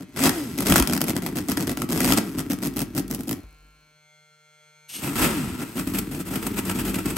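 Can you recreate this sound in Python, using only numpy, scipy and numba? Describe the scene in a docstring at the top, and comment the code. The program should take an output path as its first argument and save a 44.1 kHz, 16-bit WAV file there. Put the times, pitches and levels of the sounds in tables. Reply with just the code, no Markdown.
"""A scale-model V8 hunts and misfires on a metal stand in a small brick room, close to a phone.
Short runs of firings: each is a noise crack of gas, a pressure pop, a thump in the resonant pipes and a metal ring.
Between runs the strokes only pump air through the same pipes, and clean tones fall after throttle blips.
It stalls, leaving a small coolant pump whining in stacked sines over a soft rustle of the turning stand and
faint air noise, until a starter rasps in filtered noise and the engine turns again."""
import sys
import numpy as np
from scipy import signal
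from scipy.fft import rfft, irfft, next_fast_len
from scipy.io import wavfile
from scipy.ndimage import uniform_filter1d
from numba import njit

SR = 44100
rng = np.random.default_rng(int(sys.argv[2]) if len(sys.argv) > 2 else 0)


def wav_out(sig):
    """Save sig, one row per channel (or a flat mono array), as 16-bit PCM at SR to the path in sys.argv[1]."""
    wavfile.write(sys.argv[1], SR, np.round(np.clip(np.atleast_2d(sig).T, -1, 1) * 32767).astype(np.int16))


N = 316197

# The pipes face the phone until this moment in seconds, then point away; paired settings are (facing, turned).
TURN_S = 4.
FACING = np.arange(N) < TURN_S * SR

# Resonances of the exhaust pipes. Each row: centre in Hz, width in Hz, relative level in dB.
PIPE = [(139.9, 43, -5), (190.7, 25, -0.5), (262, 45, 5.5), (341.6, 77.5, -0.5), (463.3, 72, -8.5),
        (760, 280, -10)]
# Resonances of the metal stand. Each row: centre in Hz, width in Hz, relative level in dB.
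STAND = [(50, 2.8, -3.5), (97.5, 24, -6.5)]
# Runs in which the cylinders catch. Each row: start in seconds, length in seconds, relative level of the gas in dB,
# relative level of the pipes in dB, swell over the run in dB.
RUNS = [(0.0, 0.038, -47, -42.5, -5), (0.161, 0.11, -13, -17, 15.5), (0.574, 0.054, -25, -23.5, 4),
        (0.652, 0.064, -17.5, -16, 9.5), (0.716, 0.079, -19, -19, 6), (0.877, 0.089, -33, -27.5, -2.5),
        (1.002, 0.048, -37, -26.5, 3), (1.066, 0.036, -21, -23, 8), (1.151, 0.033, -34.5, -28, -1.5),
        (1.22, 0.074, -35.5, -31.5, -1.5), (1.355, 0.044, -30, -30, -2.5), (1.485, 0.044, -25, -28, -1),
        (1.569, 0.07, -30.5, -27.5, 0), (1.669, 0.049, -25, -25.5, 4.5), (1.769, 0.071, -32, -27.5, 3.5),
        (1.888, 0.251, -20.5, -20, 7.5), (2.165, 0.013, -15, -19.5, 10), (2.376, 0.033, -29, -26, 2),
        (2.497, 0.043, -32.5, -26.5, 0.5), (2.618, 0.054, -29, -26.5, 6.5), (2.762, 0.063, -31, -25, 4.5),
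        (2.949, 0.043, -29, -23.5, 5), (3.099, 0.06, -38.5, -29.5, -0.5), (3.194, 0.019, -46, -36.5, -6.5),
        (3.271, 0.063, -41, -28.5, 1.5), (5.02, 0.058, -30.5, -26, 6.5), (5.156, 0.105, -22, -19, 7),
        (5.59, 0.04, -33, -29, 3), (5.757, 0.055, -35.5, -26.5, -1), (5.873, 0.023, -39, -33, -4.5),
        (5.936, 0.057, -36, -30.5, -1), (6.111, 0.063, -40.5, -30, 0.5), (6.19, 0.023, -36, -27.5, 1.5),
        (6.252, 0.039, -38.5, -30, 7.5), (6.305, 0.065, -34, -24.5, 3), (6.415, 0.06, -35, -22, 9),
        (6.56, 0.029, -27, -23, 11), (6.649, 0.068, -32, -27.5, 9), (6.746, 0.073, -34, -26, 2),
        (6.847, 0.055, -31, -24, 6), (6.934, 0.076, -40, -29, 0), (7.056, 0.056, -34.5, -28, -0.5),
        (7.16, 0.011, -25, -28.5, 9.5)]
# Extra level of the gas's high band. Each row: time in seconds, level in dB.
CRACK_TREBLE = [(0, -7.5), (1.0, 0.5), (2.2, -1.5), (3.0, 6), (3.4, 6.5), (5.0, 3.5), (5.5, -8), (5.8, 4),
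                (7.17, 1.5)]


def undb(db):
    """Decibels to amplitude."""
    return 10 ** (np.asarray(db) / 20)


def unit(x):
    """Scale to an RMS of 1."""
    return x / np.sqrt(np.mean(x ** 2))


def curve(table):
    """Columns of a table that starts with seconds, joined by straight lines at every sample."""
    s, *columns = np.transpose(table)
    return [np.interp(np.arange(N) / SR, s, c) for c in columns]


def colour(x, points):
    """Equalise by (Hz, dB) points joined on a log frequency axis."""
    size = next_fast_len(x.shape[-1])
    hz, db = np.transpose(points)
    gain = undb(np.interp(np.log(np.fft.rfftfreq(size, 1 / SR) + 1), np.log(hz), db))
    return irfft(rfft(x, size) * gain, size)[..., :x.shape[-1]]


def ring(x, modes):
    """Sum of resonances, neighbours in opposite phase."""
    return sum((-1) ** k * undb(db) * signal.lfilter(*signal.iirpeak(hz, hz / width, SR), x)
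               for k, (hz, width, db) in enumerate(modes))


def highpass(x, order, hz):
    """Butterworth low cut."""
    return signal.sosfilt(signal.butter(order, hz, "high", fs=SR, output="sos"), x)


def spikes(s, size):
    """Single-sample impulses at the given seconds."""
    out = np.zeros(N)
    np.add.at(out, np.clip((s * SR).astype(int), 0, N - 1), size)
    return out


def puff(x, rise_s, fall_s):
    """Turn every spike into a rounded rise and an exponential fall, peaking at the spike's size."""
    t = np.arange(SR // 10) / SR
    shape = (1 - np.exp(-t / rise_s)) ** 2 * np.exp(-t / fall_s)
    return signal.fftconvolve(x, shape / shape.max())[:N]


def walk(rate):
    """Random levels, one every 1 / rate seconds, joined by ramps; spread a little under 1."""
    k = int(SR / rate)
    held = np.repeat(rng.standard_normal(N // k + 1), k)
    return uniform_filter1d(held, k)[:N]


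def engine():
    """Pumping strokes and firings share the pipes, gas escapes as noise, and the block shakes the stand."""
    # Pipes and gas between the runs. Each row: time in seconds, pumping in the pipes in dB, gas and valve hiss in dB.
    coasting = [(0.04, -58, -69), (0.14, -43.5, -54), (0.31, -31, -35), (0.55, -35, -44.5),
                (0.85, -32, -40.5), (1.14, -35, -57), (1.46, -33.5, -47), (1.86, -38.5, -54.5),
                (2.21, -28.5, -40), (2.48, -35.5, -53), (2.7, -37, -55.5), (2.93, -40, -60),
                (3.07, -37, -62.5), (3.38, -38.5, -54), (3.45, -66.5, -46), (3.9, -79, -55.5),
                (4.92, -68.5, -51.5), (4.95, -47, -57), (5.0, -39.5, -40.5), (5.13, -31, -37.5),
                (5.31, -27.5, -32.5), (5.56, -35, -39.5), (5.72, -39.5, -44), (6.0, -29, -45),
                (6.25, -45, -61), (6.4, -33, -45), (6.8, -30, -45.5), (7.17, -32, -43)]
    still = [(4.15, -120, -120), (4.9, -120, -120)]
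    coast_db, leak_db = curve(sorted(coasting + still))

    # steady part of a run against its listed levels, and how fast it dies
    run_pumping_db, run_hiss_db = (-6, -5), (-7.5, -1.5)
    gas_fall_db_s, pipes_fall_db_s = 701, 297
    gas_db = runs(np.transpose(RUNS)[2], gas_fall_db_s)
    pipes_db = runs(np.transpose(RUNS)[3], pipes_fall_db_s)
    pump_level = np.hypot(undb(coast_db), undb(pipes_db + np.where(FACING, *run_pumping_db)))
    hiss_level = np.hypot(undb(leak_db), undb(gas_db + np.where(FACING, *run_hiss_db)))

    stroke, times, hz = strokes()
    s, crack_db, thump_db = firings(times, hz, pipes_db)
    # hiss and overtone die as the crank slows to a stop
    turning = np.clip(speed()[0] / 100, 0, 1) ** 4
    hiss = gas_hiss(stroke, hiss_level * turning)
    pumped = (pumping(stroke, turning) + coast_tones()) * pump_level
    shaken = shake(stroke) * uniform_filter1d(pump_level, size=SR // 10)
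    escaping = gas(np.hypot(cracks(s, crack_db), hiss))
    mono = pumped + thumps(s, thump_db) + shaken + rock() + jolts() + metal(s, crack_db, hiss[0]) + pops(s, crack_db)
    return mono + escaping


def speed():
    """Strokes a second, roughness and share of clean tone: idle, or a blip that climbs and sags at a steady rate."""
    # Idle of all eight cylinders. Each row: time in seconds, exhaust strokes in Hz before random surges, roughness in dB.
    idle = [(0, 116.3, 6), (.56, 138.8, 4), (.9, 188.2, 5), (1.88, 130.8, 5.5), (2.35, 139.5, 4),
            (3.3, 120.4, 4), (3.45, 50.75, 2), (4.9, 45.04, 3), (4.98, 109.6, 3), (5.15, 149.6, 4.5),
            (5.56, 105, 4), (5.75, 110.9, 4), (6.1, 139.6, 4), (6.4, 199.4, 4), (7.17, 186.3, 4.5)]
    # Throttle blips. Each row: opens in seconds, top reached in seconds, closes in seconds, top strokes in Hz,
    # roughness while open in dB, roughness once shut in dB, clean tones once shut in dB.
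    revs = [(.14, .28, .305, 400, 3, 2.5, 0), (.56, .73, .73, 362, 6, 4, -20),
            (1.88, 2.1, 2.2, 255, 5, 4, -12), (5.15, 5.26, 5.27, 400, 5, 3, 0),
            (5.75, 5.97, 5.97, 258, 5.5, 4, -12)]
    sag_hz_per_s = 1050
    t = np.arange(N) / SR
    hz, rough_db = curve(idle)
    smooth = np.zeros(N)
    for opens, top, closes, top_hz, blip_db, sag_db, clean_db in revs:
        climb = np.interp(t, [opens, top], [hz[int(opens * SR)], top_hz])
        blip = climb - sag_hz_per_s * np.maximum(t - closes, 0)
        on = (t > opens) & (blip > hz)
        shut = t > closes
        hz = np.where(on, blip, hz)
        rough_db = np.where(on, np.where(shut, sag_db, blip_db), rough_db)
        smooth = np.where(on & shut, undb(clean_db), smooth)
    return hz, rough_db, smooth


def strokes():
    """A spike at every exhaust stroke; the rougher the running, the more cylinders, sizes and timing differ."""
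    # Uneven banks, one cylinder after another in firing order. Each value: a share of the roughness.
    cylinder_shares = [-0.54, -0.2, -0.08, 0.5, 0.06, -3.5, -0.14, -1.22]
    hz, rough_db, _ = speed()
    hz = hz * (1 + .004 * rough_db * rough_db * walk(14))  # misfires make the speed surge and sag
    at = np.flatnonzero(np.diff(np.floor(np.cumsum(hz) / SR)))
    chance = np.clip(rng.standard_normal((N // 50, 2))[:len(at)].T, -1.7, 1.7)
    size_db = rough_db[at] * (np.resize(cylinder_shares, len(at)) + chance[0])
    s = at / SR + .007 * rough_db[at] ** 2 * chance[1] / hz[at]
    # quicker strokes overlap, so each is smaller for the same loudness
    return spikes(s, undb(size_db) / np.sqrt(hz[at])), s, hz[at]


def runs(level_db, fall_db_s):
    """Level in dB of the strongest run: on at once, swelling, then falling away."""
    t = np.arange(0, N / SR, .001)[:, None]
    start, length, *_, swell_db = np.transpose(RUNS)
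    swelling = swell_db * np.maximum(1 - (t - start) / length, 0)
    falling = fall_db_s * np.maximum(t - start - length, 0)
    db = np.maximum(level_db - swelling - falling, -120)
    db = np.where(t < start, -120, db).max(axis=1)
    return np.interp(np.arange(N) / SR, t[:, 0], db)


def firings(s, hz, pipes_db):
    """Times, crack dB and thump dB: a run opens with a firing, strokes fire unevenly; single firings are listed."""
    # Single firings at set times, loud and soft. Each row: time in seconds, relative level of the gas crack in dB.
    single_firings = [(.238, -6), (.257, -7.5), (.275, -11.5), (0.294, -6), (0.587, -17.5), (0.669, -9.5),
                      (0.6999, -13.5), (0.7212, -10.5), (0.723, -6.5), (0.741, -12.5), (0.7588, -5),
                      (0.7642, -8), (0.781, -9), (0.7995, -5.5), (0.8247, -9), (0.8743, -14),
                      (0.898, -15.5), (0.91, -22.5), (0.9262, -17.5), (.9514, -19.5), (0.9347, -12),
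                      (0.965, -16.5), (0.977, -17), (1.0073, -16.5), (1.016, -12.5), (1.0412, -16.5),
                      (1.083, -18), (1.096, -16.5), (1.105, -19.5), (1.1655, -13.5), (1.2222, -23.5),
                      (1.2637, -16.5), (1.288, -28.5), (1.378, -24), (1.486, -20), (1.4975, -19),
                      (1.5182, -16.5), (1.573, -15.5), (1.5797, -23), (1.633, -27), (1.6725, -20.5),
                      (1.695, -15), (1.773, -18.5), (1.8, -25.5), (1.8194, -13.5), (1.9002, -29),
                      (1.9177, -24.5), (1.923, -15.5), (1.9761, -15.5), (2.005, -9), (2.0455, -10),
                      (2.0524, -14.5), (2.0897, -16.5), (2.1048, -15.5), (2.123, -7.5), (2.175, -9),
                      (2.1851, -11), (2.3858, -21.5), (2.4043, -22), (2.5016, -24), (2.519, -20),
                      (2.5331, -22), (2.5875, -31), (2.6277, -23), (2.645, -28), (2.6511, -21.5),
                      (2.659, -22), (2.6716, -22), (2.7387, -35.5), (2.773, -23.5), (2.7923, -19.5),
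                      (2.8045, -20), (2.8177, -22), (2.97, -26), (2.9786, -15.5), (2.9962, -25.5),
                      (3.0805, -34.5), (3.112, -24.5), (3.1387, -29.5), (3.148, -24), (3.191, -35),
                      (3.208, -29), (3.235, -36.5), (3.276, -34), (3.2933, -23.5), (3.312, -21),
                      (3.321, -36), (3.329, -25), (5.034, -24.5), (5.0443, -27.5), (5.0654, -30.5),
                      (5.08, -33), (5.091, -26), (5.219, -18.5), (5.616, -30), (5.7776, -25.5),
                      (5.7888, -25), (5.9459, -22), (5.9562, -28.5), (5.985, -21), (6.146, -30.5),
                      (6.2023, -30), (6.2859, -34.5), (6.3557, -21.5), (6.4254, -25), (6.466, -20),
                      (6.5403, -31.5), (6.5846, -25.5), (6.652, -29.5), (6.6953, -17.5), (6.756, -26.5),
                      (6.787, -22.5), (6.794, -25.5), (6.8511, -26.5), (6.8808, -27), (6.942, -20),
                      (6.9547, -25.5), (6.985, -23), (7.0576, -27), (7.0758, -45), (7.103, -22.5),
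                      (7.1663, -18)]
    crack_boost_db, thump_boost_db, first_db, single_thump_db = 11, 6.5, -5.5, 5.5
    first_lag_s = .001
    # random cracks fall short of their run's full level by a random amount, thumps vary less
    scatter_db, thump_scatter_db = 6, 2
    firing_share = (.45, .1)  # share of the strokes heard to crack
    start, length, gas_db, run_db, swell_db = np.transpose(RUNS)
    single, single_db = np.transpose(single_firings)
    listed = np.append(start + first_lag_s, single)

    inside = (s[:, None] > start) & (s[:, None] < start + length)
    fires = rng.random(N // 50)[:len(s)] < np.where(s < TURN_S, *firing_share)
    # strokes within 4 ms of a listed firing give way to it
    free = inside.any(axis=1) & (np.abs(s[:, None] - listed).min(axis=1) > .004)
    short_db = scatter_db * rng.exponential(size=N // 50)[:len(s)]
    vary_db = thump_scatter_db * rng.standard_normal(N // 50)[:len(s)]
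    swell = (inside * swell_db * ((s[:, None] - start) / length - 1)).sum(axis=1)
    swell = swell - 10 * np.log10(hz / 130)  # quicker strokes are smaller
    which = inside.argmax(axis=1)
    crack_db = np.where(free & fires, gas_db[which] + crack_boost_db + swell - short_db, -120)
    thump_db = np.where(free, run_db[which] + thump_boost_db + swell + vary_db, -120)

    first_crack_db = gas_db - swell_db + first_db
    first_thump_db = run_db - swell_db + thump_boost_db
    single_thumps = pipes_db[(single * SR).astype(int)] + single_thump_db
    return (np.append(listed, s), np.concatenate([first_crack_db, single_db, crack_db]),
            np.concatenate([first_thump_db, single_thumps, thump_db]))


def cracks(s, crack_db):
    """Envelopes of the gas jets, low band to high; pointing away they come round the block, blurred."""
    tint_db = 3. * rng.standard_normal((N // 50, 3))[:len(s)]  # each crack has its own colour
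    tint_db[:, 2] += np.interp(s, *np.transpose(CRACK_TREBLE))
    out = []
    for db in tint_db.T:
        jets = spikes(s - .0012, undb(crack_db - 6.0 + db))
        sharp = puff(jets, .002, .0008)
        blurred = undb(-3) * puff(jets, .003, .0034)
        tail = undb(-17.5) * puff(jets, 0.024, 0.0031)
        out.append(np.where(FACING, sharp, blurred) + tail)
    return out


def gas_hiss(stroke, level):
    """Envelopes of the leaking gas in three bands, gusting with every stroke and flickering at random."""
    gust = stroke ** .5
    gusts = np.where(FACING, unit(puff(gust, .0007, .001)), unit(puff(gust, .002, .003)))
    hiss = unit(0.86 + gusts) * level * undb(0.61 * walk(40))
    return np.array([hiss, hiss, hiss * undb(curve(CRACK_TREBLE)[0])])


def gas(envelopes):
    """Turbulent noise in three bands, coloured by where the pipes point; the two banks differ left to right."""
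    # Colour of the gas while the pipes face the phone. Each row: frequency in Hz, density in dB per Hz.
    facing_colour = [(290, -2.5), (500, -4.5), (1890, -11.5), (3670, -16), (8130, -10), (10100, -7.5),
                     (11700, -5.5), (13700, -9), (15800, -13)]
    # Colour once they point away. Each row: frequency in Hz, density in dB per Hz.
    turned_colour = [(290, 11), (500, 0.5), (1420, 0), (2800, -6), (3900, -9.5), (6000, -9), (8610, -0.5),
                     (10100, -5.5), (11500, 1), (13900, -3.5), (15800, -6)]
    # How far the two banks of pipes sound apart. Each row: frequency in Hz, side against mid in dB.
    bank_width = [(800, -8.5), (2800, 0.5), (5000, -0.5), (9000, -13.5)]
    noise = rng.standard_normal((2, N))
    below = [signal.sosfilt(signal.butter(1, hz, fs=SR, output="sos"), noise) for hz in (2800, 6500)]
    bands = below[0], below[1] - below[0], noise - below[1]
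    mid, side = sum(e * band for e, band in zip(envelopes, bands))
    both = mid + colour(side, bank_width) * np.array([[1], [-1]])
    # divide by the loudness of plain noise in the same colour
    facing, turned = [colour(both, points) / np.std(colour(noise[0], points))
                      for points in (facing_colour, turned_colour)]
    return np.where(FACING, facing, turned)


def pops(s, crack_db):
    """The short pressure spike of each firing, just after its gas noise begins."""
    pop_db = (-6, -8)  # against its crack
    push = puff(spikes(s + .0006, -undb(crack_db + np.where(s < TURN_S, *pop_db))), .0001, .00012)
    return highpass(push, 1, 500)


def thumps(s, thump_db):
    """The pressure wave of each firing rings the pipes and leaves them just after the first jet of gas."""
    turned_db = -3
    # peak of a single reference thump
    one = np.abs(ring(puff(spikes(np.zeros(1), 0.87), 0.0002, 0.00037), PIPE)).max()
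    push = spikes(s + .0017, undb(thump_db - 4.0 + (s > TURN_S) * turned_db))
    return ring(puff(push, 0.00057, 0.0006), PIPE) / one


def pumping(stroke, turning):
    """Strokes without fire push air through the pipe resonances, with a broad overtone while the crank turns."""
    low = unit(ring(puff(stroke, .0001, 0.001), PIPE))
    overtone = unit(ring(puff(stroke, .0001, .0002), [(650, 400, 0)])) * undb(-12)
    return low + overtone * turning


def coast_tones():
    """With the throttle shut, falling sines at multiples of the stroke rate come out clean."""
    # Tones of crank and intake. Each row: multiple of the stroke rate, dB against the pumping facing, the same turned.
    tone_levels = [(.5, -11, -12), (.625, -17, -4), (.75, -12, -5), (1, -3, -7), (1.25, -13, -11),
                   (1.5, -14, -15), (2, -11, -20)]
    fade_s = 0.022
    hz, _, smooth = speed()
    turn = 2 * np.pi * np.cumsum(hz) / SR
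    tones = sum(undb(np.where(FACING, *db) + 3.9 * walk(25)) * np.sin(k * turn) for k, *db in tone_levels)
    return tones * uniform_filter1d(smooth, size=int(fade_s * SR))


def metal(s, crack_db, hiss):
    """Every firing rings the pipes and covers in a different mix, longer once the jets come round the block."""
    # Resonances of the metal. Each row: centre in Hz, width in Hz, relative level facing in dB, the same turned in dB.
    metal_modes = [(1330, 75, 5, 7), (2000, 80, 2, -2), (2600, 350, -4, 0), (5050, 220, -2, -9),
                   (3250, 200, -4, -6), (8250, 600, .6, -1), (11220, 500, .6, -1), (930, 130, -2, 0),
                   (6800, 300, -5, -9)]
    ring_db, hum_db = (-4, -2), (1, 2)  # ring against the crack, hum against the hiss
    jet_db = crack_db + np.where(s < TURN_S, *ring_db)
    mix_db = jet_db[:, None] + 9 * (rng.random((N // 50, len(metal_modes)))[:len(s)] - .5)
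    hum = hiss * undb(np.where(FACING, *hum_db))
    out = 0
    for k, (hz, width, *db) in enumerate(metal_modes):
        jets = spikes(s - .0007, undb(mix_db[:, k]))
        strike = np.where(FACING, puff(jets, .0007, .0013), puff(jets, .002, .0045))
        drive = np.hypot(strike, hum) * rng.standard_normal(N)
        out = out + ring(drive, [(hz, width, 0)]) * undb(np.where(FACING, *db))
    return out


def shake(stroke):
    """Strokes and a little noise shake the block on the low resonances of the stand."""
    # Strength of the shaking. Each row: time in seconds, level against the pumping in dB.
    shake_levels = [(0, -7.5), (3.4, -7), (5.0, -22), (5.5, -14), (6.0, -5), (7.17, -5)]
    drive = unit(stroke) + 0.13 * rng.standard_normal(N)
    return unit(ring(drive, STAND)) * undb(curve(shake_levels)[0])


def rock():
    """The stand rocks on after the stall: noise in its lowest resonance, dying away."""
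    stall_s, rock_db, fall_db_s = 3.44, -46, 68
    since = np.arange(N) / SR - stall_s
    level = (since > 0) * undb(rock_db - fall_db_s * np.abs(since))
    return level * unit(ring(rng.standard_normal(N), STAND[:1]))


def jolts():
    """The block lurches on its stand: soft low thuds through a broad resonance."""
    # Lurches of the block. Each row: time in seconds, relative peak in dB.
    lurches = [(0.261, -41.5), (0.654, -38), (.81, -21), (1.09, -43.5), (2.099, -38), (5.47, -37)]
    # Resonance of a thud. Each row: centre in Hz, width in Hz, level in dB.
    thud_modes = [(58, 28, 0)]
    s, peak_db = np.transpose(lurches)

    def thud(at, size):
        return ring(puff(spikes(at, size), 0.0045, 0.0036), thud_modes)

    return thud(s, undb(peak_db)) / np.abs(thud(np.zeros(1), 0.62)).max()


def starter():
    """The pinion rasps against the flywheel: flickering noise through the gear resonances."""
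    # Loudness of the rasp. Each row: time in seconds, level in dB.
    rasp_levels = [(4.87, -75), (4.895, -43), (4.93, -33), (4.972, -31), (4.985, -37), (5.012, -45)]
    # Resonances of the gears. Each row: centre in Hz, width in Hz, relative level in dB.
    gear_modes = [(2800, 450, -7), (4400, 900, -9), (6500, 1200, -11), (8650, 300, 1), (11500, 800, -6)]
    level_db, = curve([(4.86, -120)] + rasp_levels + [(5.05, -120)])
    rasp = rng.standard_normal(N) * undb(0.96 * walk(300) + 3.5 * walk(60))
    return unit(unit(ring(rasp, gear_modes)) + 0.31 * rasp) * undb(level_db)


def pump():
    """A small motor's whine of stacked sines, changing colour as the stand turns; sets of multiples waver alone."""
    # Multiples 1, 2, 3 .. of the pump's turn. Each row: relative level in dB before the stand turns, the same after.
    multiples = [(-2.0, -0.5), (-13.5, -31.5), (-12.5, -9.0), (-5.0, -6.5), (-12.5, -13.5), (-15.0, -12.5),
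                 (-8.0, -24.0), (-14.5, -20.0), (0.0, -1.5), (-10.0, -5.0), (-9.5, -14.5), (-16.5, -13.5),
                 (-17.5, -15.5), (-6.5, 0.0), (-2.5, -3.0), (-7.0, -10.5), (-7.0, -21.0), (-8.0, -14.5),
                 (-17.5, -18.0), (-10.5, -14.0), (-21.0, -20.0), (-12.0, -6.0), (-16.5, -12.5),
                 (-22.5, -20.0), (-20.0, -24.0), (-12.5, -27.0), (-14.5, -13.0), (-8.0, -4.0),
                 (-23.0, -22.0), (-19.0, -24.0), (-26.0, -20.0), (-17.0, -23.5), (-30.5, -29.5),
                 (-32.5, -25.5), (-29.0, -30.0), (-26.5, -18.0), (-21.5, -19.5), (-22.0, -21.0),
                 (-27.0, -22.0), (-11.0, -20.5), (-22.0, -15.5), (-16.5, -5.5), (-21.5, -20.5),
                 (-21.5, -18.5), (-12.5, -15.0), (-22.0, -17.0), (-35.5, -24.5), (-25.0, -14.5),
                 (-22.0, -18.0), (-16.0, -11.0)]
    # Loudness of the whine. Each row: time in seconds, level in dB.
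    whine_levels = [(3.4, -59), (3.7, -59.5), (4.0, -60), (4.9, -58.5)]
    # Where the tones sit. Each row: frequency in Hz, left against right in dB.
    whine_pan = [(150, 1), (450, -7), (700, 3.5), (1400, -4), (2800, -3), (5500, 2.5), (9000, 0)]
    pump_hz, turn_span_s = 151.67, (3.75, 4.15)
    # above the listed multiples the last ones repeat, ever weaker
    top, repeated, fall_db = 102, 14, -5.5
    k = np.arange(1, top + 1)
    rounds = np.maximum(0, (k - len(multiples) - 1) // repeated + 1)
    sizes = undb(np.transpose(multiples)[:, k - 1 - repeated * rounds] + fall_db * rounds)

    # one turn of the waveform is tabulated, then read at the wavering speed
    grid = np.linspace(0, 1, 4097)
    start = rng.random((len(k), 1))
    turn = np.cumsum(pump_hz * (1 + 0.000088 * walk(3.3))) / SR % 1
    place = (turn * 4096).astype(int)
    turned = np.interp(np.arange(N) / SR, turn_span_s, [0, 1])
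    waver = [undb(2.6 * walk(4) + 1.5 * walk(45)) for _ in range(9)]
    ears = []
    # the listed multiples reach the right ear with a phase lag, in cycles
    for late in (0 * k, np.minimum(.015 * k, .17) * (k <= len(multiples))):
        waves = np.sin(2 * np.pi * (k[:, None] * grid + start - late[:, None]))
        sets = [sizes[:, j::len(waver)] @ waves[j::len(waver)] for j in range(len(waver))]
        ears.append(sum(gain * ((1 - turned) * before[place] + turned * after[place])
                        for gain, (before, after) in zip(waver, sets)))
    ears = [colour(ear, np.array(whine_pan) * [1, side]) for ear, side in zip(ears, (.5, -.5))]
    return unit(np.array(ears)) * undb(curve(whine_levels)[0])


def slide():
    """Soft rustle of the stand sliding round on the bench: coloured noise with a fluttering level."""
    # Strength of the rustle. Each row: time in seconds, level in dB before the flutter.
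    rustle_levels = [(3.38, -80), (3.45, -66), (3.6, -72), (3.8, -75), (3.95, -85), (4.1, -95)]
    # Colour of the rustle. Each row: frequency in Hz, gain in dB.
    rustle_colour = [(120, -10), (300, 0), (1300, -8), (2500, -14), (5000, -34)]
    rustle = unit(colour(rng.standard_normal((2, N)) + rng.standard_normal(N), rustle_colour))
    level_db = curve([(3.3, -120)] + rustle_levels + [(4.2, -120)])[0]
    return rustle * undb(level_db + 2.5 * walk(45))


@njit
def walls(x, lags, gain, damp):
    """Eight delay lines that feed each other, duller on every round."""
    line, soft, out = np.zeros((8, 4096)), np.zeros(8), np.zeros((2, len(x)))
    for i in range(len(x)):
        total = 0.
        for k in range(8):
            soft[k] += (1 - damp) * (gain[k] * line[k, (i - lags[k]) & 4095] - soft[k])
            total += soft[k]
            out[k % 2, i] += soft[k]
        for k in range(8):
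            line[k, i & 4095] = x[i] + soft[k] - total / 4
    return out


def room(near):
    """The small brick room: engine and starter, low end thinned, echo between the walls."""
    t60_s, damp, level_db = 0.3, 0.45, -15  # decay time before the damping shortens it
    lags = rng.integers(300, 1800, 8)  # samples
    mid = np.mean(near, axis=0)
    bright, body = highpass(mid, 2, 450), highpass(mid, 2, 170)
    echo = walls(bright + 0.52 * body, lags, undb(-60 * lags / SR / t60_s), damp)
    echo = echo * np.std(echo) / np.std(echo, axis=1, keepdims=True)  # even left and right
    return undb(level_db) * echo


def air():
    """Faint steady background noise, independent left and right."""
    # Colour of the background. Each row: frequency in Hz, gain in dB.
    air_colour = [(30, -5.5), (90, 5), (400, -8), (1500, -5), (16000, -11)]
    return unit(colour(rng.standard_normal((2, N)), air_colour)) * undb(-74.5)


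def scene():
    """Engine and starter with their room, over the pump, the sliding stand and the air."""
    near = engine() + starter()
    return near + room(near) + pump() + slide() + air()


def record(dry):
    """The treble reaches the two ports by unequal paths; the left port is louder in the mids; peaks are rounded."""
    port_lag_s, port_hz, port_even_hz = .000267, 6500, 8150  # phases agree at the last frequency
    shelf_hz, top_hz = 15800, 16700
    size = next_fast_len(N)
    hz = np.fft.rfftfreq(size, 1 / SR)
    lead = 2 * np.pi * port_lag_s * (hz - port_even_hz) * np.clip((hz - port_hz) / 840.0, 0, 1)
    right = irfft(rfft(dry[1], size) * np.exp(1j * lead), size)[:N]
    left = colour(dry[0], [(300, .8), (2400, 3.5), (5500, 4), (7500, -.1)])
    rounded = np.tanh(np.array([left, right]))
    both = colour(rounded, [(24, -28), (44, 0), (shelf_hz, 0), (shelf_hz + 120, -22)])
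    return signal.sosfilt(signal.ellip(10, .2, 90, top_hz, fs=SR, output="sos"), both)


dry = scene()
out = record(dry)
wav_out(out)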